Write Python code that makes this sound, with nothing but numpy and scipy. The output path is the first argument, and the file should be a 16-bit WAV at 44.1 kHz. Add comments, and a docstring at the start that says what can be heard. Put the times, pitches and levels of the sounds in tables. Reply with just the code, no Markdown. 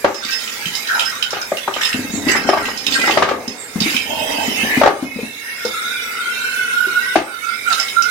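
"""A vacuum cleaner sucks small batteries off a wooden floor, in a small room.
Its motor is coloured noise with a fan whine; air at the nozzle is noise that hisses, rings and whistles.
Batteries clink and chatter in the metal tube: bursts and streams of tiny impacts through resonances.
They rasp and thump along the ribbed hose and knock into hard plastic; loud knocks duck the gain."""
import sys
import numpy as np
from scipy import signal
from scipy.fft import rfft, irfft
from scipy.io import wavfile
from scipy.ndimage import uniform_filter1d

SR = 44100
rng = np.random.default_rng(int(sys.argv[2]) if len(sys.argv) > 2 else 0)


def materialize(psi):
    """Save the field psi as 16-bit PCM at rate SR to the path in sys.argv[1].

    A 1-D psi becomes a single channel; in a 2-D psi each row is a channel.
    """
    bounded = np.clip(np.atleast_2d(psi).T, -1, 1)
    quanta = np.round(bounded * 32767).astype(np.int16)
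    wavfile.write(sys.argv[1], SR, quanta)


N = 357210
TIME = np.arange(N) / SR

# Resonances of the metal tube. Each row: pitch in Hz, width in Hz, level in dB.
TUBE_MODES = [(2618, 63, 11), (3010, 420, 9), (3780, 710, 2), (4760, 170, 4.5), (5190, 52, 13),
              (5800, 91, -2.5), (6420, 180, -3)]


def amp(db):
    """Turns decibels into a factor on the waveform."""
    return 10 ** (np.asarray(db) / 20)


def unit(x):
    """Scales a signal to rms 1."""
    return x / np.sqrt(np.mean(x ** 2) + 1e-20)


def read(points, hz):
    """Reads a curve between its points, along a logarithmic frequency axis."""
    f, value = np.transpose(points)
    return np.interp(np.log(hz + 1), np.log(f + 1), value)


def add(mix, s, sound):
    """Mixes a sound in at s seconds, cut off where the mix ends."""
    part = mix[:, max(round(s * SR), 0):][:, :sound.shape[-1]]
    part += sound[..., :part.shape[1]]


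def level(s, db):
    """A smoothed gain curve that is practically silent outside its span."""
    return uniform_filter1d(amp(np.interp(TIME, s, db, left=-120, right=-120)), size=300)


def bins(x):
    """The frequencies in Hz of a signal's spectrum."""
    return np.fft.rfftfreq(x.shape[-1], 1 / SR)


def colour(x, spectrum):
    """Filters x by a drawn spectrum."""
    return irfft(rfft(x) * amp(read(spectrum, bins(x))), x.shape[-1])


def ring(x, modes):
    """Passes x through a bank of damped resonances."""
    f = bins(x)
    body = sum(amp(db) * 1j * f * width / (hz ** 2 - f ** 2 + 1j * f * width) for hz, width, db in modes)
    return irfft(rfft(x) * body, x.shape[-1])


def pair(x):
    """Two unrelated channels become alike in the bass, as at two close microphones."""
    # Each row: frequency in Hz, likeness of the channels (1 is identical).
    likeness = [(250, 0.89), (800, 0.58), (1500, 0.45), (3000, 0.045)]
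    a, b = rfft(x)
    same = np.clip(read(likeness, bins(x)), -1, 1)
    return irfft(np.array([same * a + np.sqrt(1 - same ** 2) * b, a]), x.shape[-1])


def noise():
    """White noise at the two microphones."""
    return pair(rng.standard_normal((2, N)))


def drift(rate):
    """Slow random wander of rms 1, fading out above the rate in Hz."""
    return unit(irfft(rfft(rng.standard_normal(N)) / (1 + (bins(TIME) / rate) ** 4), N))


def fuzzy_tone(hz, width):
    """A turbulent tone at both microphones: slow noise on a carrier that follows a pitch curve."""
    smooth = signal.butter(3, width / 2, fs=SR, output="sos")
    rough = rng.standard_normal((2, len(hz))) + 1j * rng.standard_normal((2, len(hz)))
    wobble = signal.sosfilt(smooth, rough)
    carrier = np.exp(2j * np.pi * np.cumsum(hz) / SR)
    return unit((wobble * carrier).real)


def edge_tone(hz, blow, core_width=26, skirt_width=140, pure_db=-21):
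    """Eddies shed at the rim: the harder it blows, the more they lock to one pitch within a breathy skirt."""
    pure = blow ** 2 / (blow ** 2 + amp(2 * pure_db))
    core = np.sqrt(pure) * fuzzy_tone(hz, core_width)
    skirt = np.sqrt(1 - pure) * fuzzy_tone(hz, skirt_width)
    return blow * (core + skirt)


def glide(t, length, first_hz, last_hz):
    """A pitch that moves evenly through a note and on into its release."""
    return first_hz + (last_hz - first_hz) * np.clip(t / length, 0, 2)


def held(t, length, rise, fall):
    """Attack, hold and release around t = 0; rise and fall are the seconds taken for 20 dB."""
    return amp(-20 * (np.maximum(-t, 0) / rise + np.maximum(t - length, 0) / fall))


def envelope(s, length, rise, fall):
    """The samples that an event covers, the time since its start and its gain there."""
    span = slice(max(int((s - 3 * rise) * SR), 0), int((s + length + 3 * fall) * SR))
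    t = TIME[span] - s
    return span, t, held(t, length, rise, fall)


def contacts(per_s, spread_db, length):
    """A stream of tiny impacts of uneven size, each a brief burst, evened out in local power."""
    sizes = amp(spread_db * np.minimum(rng.exponential(1, N), 3.5))
    sizes = sizes * (rng.random(N) < per_s / SR)
    power = signal.lfilter([1], [1, -np.exp(-1 / (length * SR))], sizes ** 2)
    power = power / (abs(uniform_filter1d(power, size=3000)) + 1e-3)
    return noise() * np.sqrt(power)


def burst(decay, rise=0.00036):
    """One rough contact: noise that swells briefly and dies."""
    t = TIME[:8192]
    rough = pair(rng.standard_normal((2, len(t))))
    return rough * np.exp(-t / decay) * (1 - np.exp(-(t / rise) ** 2))


def peaked(x):
    """Scales a blow so that its strongest millisecond has the power of a unit sine."""
    return x / np.sqrt(2 * uniform_filter1d((x ** 2).mean(0), size=44).max())


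def pan(x, left_db):
    """Sets the level of left minus right in dB."""
    return x * amp(np.array([[.5], [-.5]]) * left_db)


def mottle(x, patchy_db=4.5, patch_hz=220, patch_s=0.07):
    """Narrow bands swell and fade by chance."""
    z = signal.stft(x, nperseg=1024)[2]
    bands = max(round(patch_hz * 1024 / SR), 1)
    frames = max(round(patch_s * SR / 512), 1)
    patches = uniform_filter1d(rng.standard_normal(z.shape[1:]), bands, axis=0)
    patches = unit(uniform_filter1d(patches, frames, axis=1))
    return signal.istft(z * unit(amp(patchy_db * patches)), nperseg=1024)[1][:, :N]


def room(x, wet_db):
    """Dense reflections from floor and walls, each band dying at its own speed."""
    # Each row: frequency in Hz, time to die by 60 dB in seconds.
    decay_times = [(100, 0.33), (1000, 0.26), (12000, 0.14)]
    taps = pair(rng.standard_normal((2, SR // 2)) * (rng.random((2, SR // 2)) < .08))
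    hz, t, z = signal.stft(taps, SR, nperseg=256)
    fading = z * amp(-60 * t / read(decay_times, hz)[:, None])
    tail = signal.istft(fading, SR, nperseg=256)[1]
    tail = tail * np.clip(TIME[:tail.shape[1]] / 0.0048 - 1, 0, 1)  # a gap of 4.8 ms, then a fade-in
    return x + amp(wet_db) * signal.fftconvolve(x, tail / np.linalg.norm(tail[0]), axes=1)[:, :N]


def hand():
    """The hand moves the nozzle over the floor: its travel, and the level of ringing and whine, per sample."""
    # Each row: time in seconds, travel in m, ringing and whine in dB (low while batteries block the nozzle).
    moves = [(0, 0.18, -10.5), (2.502, -0.061, -4.5), (3.6, -0.14, -6.5), (4.8, 0.067, -3.5),
             (5.4, 0.114, -0.5), (7.198, 0.26, 0), (8.1, 0.44, -1.5)]
    s, *columns = np.transpose(moves)
    return [np.interp(TIME, s, column) for column in columns]


def moving_echoes(x, strength=0.72, count=8):
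    """Paths by floor and walls change length as the nozzle moves, so fine bands glide through the hiss."""
    travel, _ = hand()
    out = x.copy()
    for channel in range(2):
        for delay, angle in rng.random((count, 2)):
            late = .0005 + .007 * delay + travel * np.cos(np.pi * angle) / 343  # speed of sound, m/s
            out[channel] += strength * np.interp(TIME - late, TIME, x[channel], left=0)
    return out / np.sqrt(1 + count * strength ** 2)


def bend(x):
    """Pitches wander slowly up and down, as the playing speed of the signal drifts."""
    clock = np.cumsum(1 + .016 * drift(1.2)) / SR
    return np.array([np.interp(clock, TIME, channel, period=N / SR) for channel in x])


def air_level(air_db=-37.5):
    """Steady suction that swells and dips smoothly; the dips follow loud knocks, as the gain drops."""
    # Each row: middle in seconds, half length in seconds, change in dB.
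    swells = [(0.68, 0.43, 4.5), (2.5, 0.11, -13), (3.68, 0.45, -7), (3.9, 0.11, 9.5), (4.55, 0.82, 6)]
    return amp(air_db + sum(db * np.exp(-((TIME - s) / half) ** 2) for s, half, db in swells))


def machine(body_db=-40, whine_db=-36, waver=0.00059, fan_hz=2180, fan_hz_per_db=1.24):
    """The motor runs steadily; its fan whine is a wavering sine, a little lower in pitch when softer."""
    # Each row: frequency in Hz, density in dB per Hz.
    motor_spectrum = [(20, -15), (60, -18), (100, -1.5), (170, -7), (235, 5.5), (320, -3), (440, 6),
                      (600, -3), (1100, -7), (2000, -1.5), (3500, -16), (8000, -43), (16000, -39)]
    _, ring_db = hand()
    turns = np.cumsum((fan_hz + fan_hz_per_db * ring_db) * (1 + waver * drift(2.65))) / SR
    whine = np.array([np.sin(2 * np.pi * (turns + rng.random())) * amp(0.68 * drift(28)) for _ in range(2)])
    body = unit(colour(noise(), motor_spectrum))
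    return amp(body_db) * body + amp(whine_db + ring_db) * unit(whine)


def suction(hiss_db=4, ringing_db=8, throat_db=-1, throat_hz=2700, throat_width=900):
    """Turbulence hisses at the mouth through a broad throat resonance and narrow ringing bands."""
    # Each row: frequency in Hz, density in dB per Hz.
    hiss_spectrum = [(20, -58), (900, 14), (1800, 21), (2800, 11), (4500, 13.5), (6500, 13.5), (8000, 7),
                     (10000, 0), (12500, 7), (16000, 4.5)]
    # Narrow ringing bands in the nozzle's air, the lowest being motor whine that leaks through the hose.
    # Each row: pitch in Hz, width in Hz, level in dB.
    ringing_bands = [(2126, 18.6, 17.5), (2367, 25, 13.5), (2614, 20, 12.5), (2927, 33, 5), (3420, 86, 1),
                     (3740, 53, 7), (4804, 42, 5.5), (5210, 26, 4.5), (6080, 32, -10), (8940, 1100, -4.5),
                     (10685, 190, -5.5)]
    _, ring_db = hand()
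    hiss = amp(hiss_db) * unit(colour(noise(), hiss_spectrum))
    throat = ring(noise(), [(throat_hz, throat_width, 0)])
    throat = amp(throat_db) * unit(ring(throat, [(throat_hz, 2 * throat_width, 0)]))
    ringing = amp(ringing_db) * unit(bend(ring(noise(), ringing_bands)))
    return moving_echoes(hiss + amp(ring_db) * (throat + ringing)) * air_level()


def gliding_bands(gain_db=0, base_width=25, width_share=0.017):
    """Thin, narrow bands of air noise glide in pitch; the steady one near 2150 Hz is motor whine."""
    # Each row: start in seconds, length in seconds, level in dB, first pitch in Hz, last pitch in Hz.
    glides = [(2.285, 0.094, -19.5, 1970, 2046), (3.03, 0.066, -20.5, 2000, 2080),
              (5.061, 0.26, -29.5, 2510, 2660), (5.13, 1.16, -34, 2154, 2130),
              (5.66, 0.41, -36, 3600, 3410), (6.219, 0.8, -36.5, 3190, 2820),
              (6.329, 0.4, -32.5, 2700, 2590), (6.352, 0.21, -38.5, 4260, 4190),
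              (7.04, 0.077, -26, 1940, 1970), (7.42, 0.25, -30.5, 2246, 2325)]
    out = np.zeros((2, N))
    for s, length, db, first_hz, last_hz in glides:
        span, t, shape = envelope(s, length, rise=0.06, fall=0.08)
        band = fuzzy_tone(glide(t, length, first_hz, last_hz), base_width + width_share * first_hz)
        out[:, span] += amp(db + gain_db) * shape * band
    return out


def whistle(long_db=1, toot_db=0, waver_hz=8, flutter_db=1.0, toot_left_db=-14.5):
    """The open mouth, close over the floor, whistles at its edge: one long wavering note, then short toots."""
    # Each row: time in seconds, level in dB before long_db, pitch in Hz, left minus right in dB.
    long_note = [(5.6, -33, 1446, 12), (5.72, -32.5, 1360, 4), (5.779, -16.5, 1375, 0),
                 (5.831, -30, 1403, 10), (5.949, -26, 1490, -8), (6.089, -27, 1390, 8),
                 (6.55, -21, 1495, -3), (6.704, -20, 1477, -1), (6.775, -13, 1438, -9),
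                 (6.93, -19, 1433, -5), (6.969, -15.5, 1445, -11), (7.151, -24.5, 1515, 0)]
    # Each row: start in seconds, length in seconds, level in dB, first pitch in Hz, last pitch in Hz.
    toots = [(7.279, 0.08, -26, 1440, 1400), (7.439, 0.099, -23, 1365, 1400),
             (7.679, 0.04, -16.5, 1403, 1363), (7.973, 0.1, -18.5, 1380, 1418)]
    s, db, pitch, left_db = np.transpose(long_note)
    hz = np.interp(TIME, s, pitch) + waver_hz * drift(9)
    blow = level(s, db + long_db) * amp(flutter_db * drift(6.4))
    out = pan(pair(edge_tone(hz, blow)), np.interp(TIME, s, left_db))
    for s, length, db, first_hz, last_hz in toots:
        span, t, shape = envelope(s, length, rise=0.025, fall=0.093)
        toot = edge_tone(glide(t, length, first_hz, last_hz), amp(db + toot_db) * shape)
        out[:, span] += pan(toot, toot_left_db)
    return out


def squeals(gain_db=0, base_width=330, width_share=0.097, sag_octaves_per_s=0.12):
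    """A battery narrows the airway and the jet beside it sings hoarsely, wider if higher, sagging as it passes."""
    # Each row: start in seconds, length in seconds, level in dB, pitch in Hz halfway through.
    squeezes = [(0.896, 0.096, -20, 1500), (0.961, 0.056, -25.5, 752), (1.123, 0.3, -30.5, 1384),
                (2.149, 0.026, -27, 7080), (2.302, 0.043, -16, 2020), (3.606, 0.036, -32.5, 7900),
                (3.868, 0.14, -22, 2570), (4.051, 0.71, -25, 2842), (4.107, 0.35, -24, 740),
                (4.695, 0.047, -13.5, 1977), (5.448, 0.19, -27, 1678)]
    out = np.zeros((2, N))
    for s, length, db, pitch in squeezes:
        span, t, shape = envelope(s, length, rise=0.045, fall=0.1)
        hz = pitch * 2 ** (-sag_octaves_per_s * (t - length / 2))
        out[:, span] += amp(db + gain_db) * shape * fuzzy_tone(hz, base_width + width_share * pitch)
    return moving_echoes(out)


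def slide(rasp_db=-3, boom_db=-5.0, rasp_growth_db=17, boom_growth_db=2.5):
    """Batteries skip over the hose's ribs and shake its wall, louder as they gather speed."""
    # Each row: start in seconds, length in seconds, then rasp and wall boom in dB at the end
    # of the run, before rasp_db and boom_db.
    runs = [(1.95, 0.65, -24.5, -24), (2.85, 0.41, -19, -28), (3.78, 1.175, -23.5, -30.5),
            (5.03, 0.17, -49, -31)]
    # Spectra of the ribs and of the wall. Each row: frequency in Hz, density in dB per Hz.
    rasp_spectrum = [(20, -75), (300, -1), (430, 7.5), (660, 3), (800, 5.5), (1000, 0), (1500, -22),
                     (16000, -74)]
    boom_spectrum = [(20, -30), (100, -11.5), (160, -14), (235, -0.5), (290, 1), (350, -27), (16000, -140)]
    rasp, boom = np.zeros((2, N))
    for s, length, ribs_db, wall_db in runs:
        span, t, shape = envelope(s, length, rise=0.013, fall=0.3)
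        ahead = np.clip(1 - t / length, 0, 1)  # share of the run still to go
        rasp[span] += shape * amp(ribs_db + rasp_db - rasp_growth_db * ahead)
        boom[span] += shape * amp(wall_db + boom_db - boom_growth_db * ahead)
    taps = contacts(per_s=260, spread_db=3.5, length=0.0043)
    return rasp * unit(colour(taps, rasp_spectrum)) + boom * unit(colour(taps, boom_spectrum))


def thumps(gain_db=-1, rise=0.0042, wall_db=-9):
    """A battery bumps the soft hose wall, which swells and dies within a few cycles."""
    # Each row: start in seconds, peak in dB before gain_db, pitch in Hz.
    bumps = [(0.251, -24.5, 245), (0.66, -23.5, 170), (1.944, -13, 242), (1.991, -12.5, 250),
             (2.136, -13.5, 234), (2.176, -16, 255), (2.267, -7, 283), (2.29, -12.5, 374),
             (3.477, -17, 242), (3.757, -11, 214), (3.812, -11, 211), (3.86, -13.5, 306), (3.946, -18, 242),
             (4.479, -11.5, 247), (4.632, -13.5, 233), (4.773, -4, 259), (5.025, 1, 268), (5.159, -8, 234),
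             (5.188, -8.5, 465), (5.23, -8, 243), (5.65, -9.5, 477), (6.871, -21, 366), (7.158, -3, 315)]
    out, t = np.zeros((2, N)), TIME[:8192]
    for s, db, hz in bumps:
        swing = t / rise * np.exp(1 - t / rise) * np.sin(2 * np.pi * hz * t)
        wall = peaked(ring(burst(decay=0.028), [(hz, hz, 0)]))
        add(out, s, amp(db + gain_db) * (swing + amp(wall_db) * wall))
    return out


def knocks(gain_db=2, damping=0.36, blow_db=-3, shell_db=0, shell_follows=0.13, crack_db=-2, shudder_db=-22):
    """A battery hits hard plastic: a hollow blow, a short crack, and a shell louder after a sharp crack."""
    # Each row: start in seconds, level in dB before gain_db, pitch in Hz, crack in dB before crack_db.
    hits = [(0.044, 2.5, 564, -11), (1.329, -16, 510, -2.5), (1.366, -17.5, 810, -5),
            (1.518, -4.5, 583, -66), (1.677, -7, 874, -28), (1.762, -18, 590, 1), (2.351, -10, 786, -5),
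            (2.489, 2.5, 693, -10.5), (2.532, 3.5, 696, -26), (2.571, -5, 990, -12), (2.683, -15, 1100, -3),
            (3.074, -10.5, 830, -2), (3.095, -8, 830, -18), (3.172, -1, 600, -6), (3.222, 3.5, 920, -8),
            (3.287, -9, 1270, -3), (3.311, -4, 540, -37), (4.814, 8.5, 627, -15.5), (4.833, 10.5, 730, -18),
            (4.858, 10.5, 550, -16), (4.874, 11.5, 771, -15), (7.156, 5, 684, -8)]
    # Each row: pitch in Hz, width in Hz, level in dB.
    shell_modes = [(402, 41, -2), (604, 94, -1), (842, 120, 4.5), (1192, 116, 7), (1570, 240, -1)]
    # Each row: frequency in Hz, density in dB per Hz.
    crack_spectrum = [(20, -7.5), (800, 5), (2000, 9), (3500, 2.5), (6000, -4.5), (16000, -53)]
    out, push = np.zeros((2, N)), signal.unit_impulse(8192)
    for s, db, hz, crack in hits:
        hollow = [(hz, damping * hz, 0)]
        blow = peaked(ring(ring(ring(push, hollow), hollow), hollow)[None])
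        contact = burst(decay=0.006, rise=0.0027) + amp(shudder_db) * burst(decay=0.056, rise=0.0037)
        shell = peaked(ring(ring(contact, shell_modes), [(0.39 * hz, 0.77 * hz, 0)]))
        snap = peaked(colour(burst(decay=0.026, rise=0.0032), crack_spectrum))
        hit = amp(blow_db) * blow
        hit = hit + amp(shell_db + shell_follows * crack) * shell
        hit = hit + amp(crack + crack_db) * snap
        add(out, s, amp(db + gain_db) * hit)
    return out


def chatter(metal_db=-2, bore_db=-2, grit_db=-17):
    """Quick small contacts ring the tube wall and the air inside it, with a gritty scrape on top."""
    # Each row: start in seconds, length in seconds, then metal ring and hollow bore in dB
    # before metal_db and bore_db.
    rattles = [(0.225, 0.09, -28, -24), (0.303, 0.027, -33.5, -43), (0.45, 0.6, -33.5, -45),
               (0.97, 0.1, -31, -27), (1.808, 0.073, -25, -18.5), (2.291, 0.023, -21, -16.5),
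               (2.484, 0.18, -24.5, -20), (2.91, 0.04, -22, -18.5), (3.036, 0.08, -28, -24),
               (3.834, 0.14, -27, -35), (7.7, 0.065, -23.5, -19.5)]
    # Resonances of the air in the tube. Each row: pitch in Hz, width in Hz, level in dB.
    bore_modes = [(1388, 26, 9.5), (1566, 130, 7.2), (1856, 120, 6.6)]
    metal, bore = np.zeros((2, N))
    for s, length, wall_db, hollow_db in rattles:
        span, _, shape = envelope(s, length, rise=0.045, fall=0.19)
        metal[span] += amp(wall_db) * shape
        bore[span] += amp(hollow_db) * shape
    taps = contacts(per_s=230, spread_db=5.0, length=0.0015)
    wall = unit(ring(taps, TUBE_MODES)) + amp(grit_db) * unit(taps)
    air = ring(contacts(per_s=310, spread_db=3.0, length=0.00063), bore_modes)
    air = unit(ring(air, [(1530, 10000, 0)]))
    return moving_echoes(amp(metal_db) * metal * wall + amp(bore_db) * bore * air)


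def clinks(gain_db=-1, focus_hz=2000, tick_db=-13, tick_decay=0.013, ping_db=-4, ping_rise=0.0025):
    """Each strike gives a sharp tick and rings the tube, most around its own pitch, where a ping hangs on."""
    # Each row: start in seconds, level in dB before gain_db, brightest pitch in Hz.
    strikes = [(0.144, -17.5, 5230), (0.248, -15.5, 4600), (0.306, -14.5, 5240), (0.329, -15.5, 5230),
               (0.39, -21, 3140), (0.419, -24, 5220), (0.474, -18.5, 2530), (0.483, -28, 3340),
               (0.655, -15, 3110), (0.751, -15, 5310), (0.872, -20, 4070), (0.994, -7.5, 3210),
               (1.004, -12.5, 2780), (1.034, -18, 3320), (1.225, -6, 3040), (1.306, -16, 5370),
               (1.346, -21.5, 2970), (1.415, -20, 5260), (1.569, -17.5, 2800), (1.63, -24, 3390),
               (1.738, -16, 3110), (1.815, -13.5, 2150), (1.832, -12.5, 3580), (1.856, -12, 2600),
               (1.928, -13.5, 2690), (2.285, -10, 2690), (2.653, -15, 2670), (2.773, -19, 5225),
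               (2.865, -5.5, 3740), (2.922, -10.5, 3540), (2.939, -11, 4360), (3.013, -14, 2000),
               (3.108, -9, 2650), (3.477, -19, 5270), (3.803, -12, 4550), (3.82, -13.5, 3750),
               (3.965, -6, 2450), (5.65, -17.5, 5310), (7.727, -12, 4160), (7.798, -11, 5290),
               (7.882, -18, 3790), (8.021, -14, 5780)]
    # Each row: frequency in Hz, density in dB per Hz.
    tick_spectrum = [(300, -13), (2500, 5), (7000, -5), (16000, -14.5)]
    out, t = np.zeros((2, N)), TIME[:8192]
    for s, db, hz in strikes:
        # one mode of the tube, at 5197 Hz, rings far longer than the rest
        ping_decay = 0.0061 + 0.026 * np.exp(-((hz - 5197) / 62) ** 2)
        metal = ring(ring(burst(decay=0.0067, rise=0.00085), TUBE_MODES), [(hz, focus_hz, 0)])
        ping = np.sin(2 * np.pi * (hz * t + rng.random((2, 1))))
        ping = ping * np.exp(-t / ping_decay) * (1 - np.exp(-t / ping_rise))
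        tick = colour(burst(decay=tick_decay, rise=0.0023), tick_spectrum)
        strike = peaked(metal) + amp(ping_db) * peaked(ping) + amp(tick_db) * peaked(tick)
        add(out, s, amp(db + gain_db) * strike)
    return out


def scene():
    """Air, metal tube and hose sound together at two microphones, the left one duller."""
    # Each row: frequency in Hz, left minus right in dB.
    shade = [(50, -2.5), (250, 0.5), (700, -2.5), (1400, 0), (2200, -3), (3200, -8.5), (9000, -14)]
    air = machine() + whistle() + gliding_bands() + mottle(suction() + squeals())
    rattling = mottle(chatter(), patchy_db=6.5, patch_hz=350, patch_s=0.036)
    metal = room(clinks() + rattling, wet_db=-4.5)
    hose = pan(room(knocks() + thumps() + slide(), wet_db=-10.5), left_db=4.5)
    return irfft(pan(rfft(air + metal + hose), read(shade, bins(TIME))), N)


def record(dry, limit_db=-1, share=0.69, recovery_db_per_s=23, edge_hz=15950):
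    """A limiter drops the gain at each overload and recovers slowly; what is left clips; then the band limit."""
    over_db = 20 * np.log10(abs(dry).max(0) + 1e-9) - limit_db
    fall = TIME * recovery_db_per_s
    duck_db = share * np.maximum(np.maximum.accumulate(over_db + fall) - fall, 0)
    limited = np.clip(dry / amp(uniform_filter1d(duck_db, size=90)), -1, 1)
    low_pass = signal.firwin(511, edge_hz, window=("kaiser", 9), fs=SR)
    return signal.oaconvolve(limited, low_pass[None], "same")


dry = scene()
out = record(dry)
materialize(out)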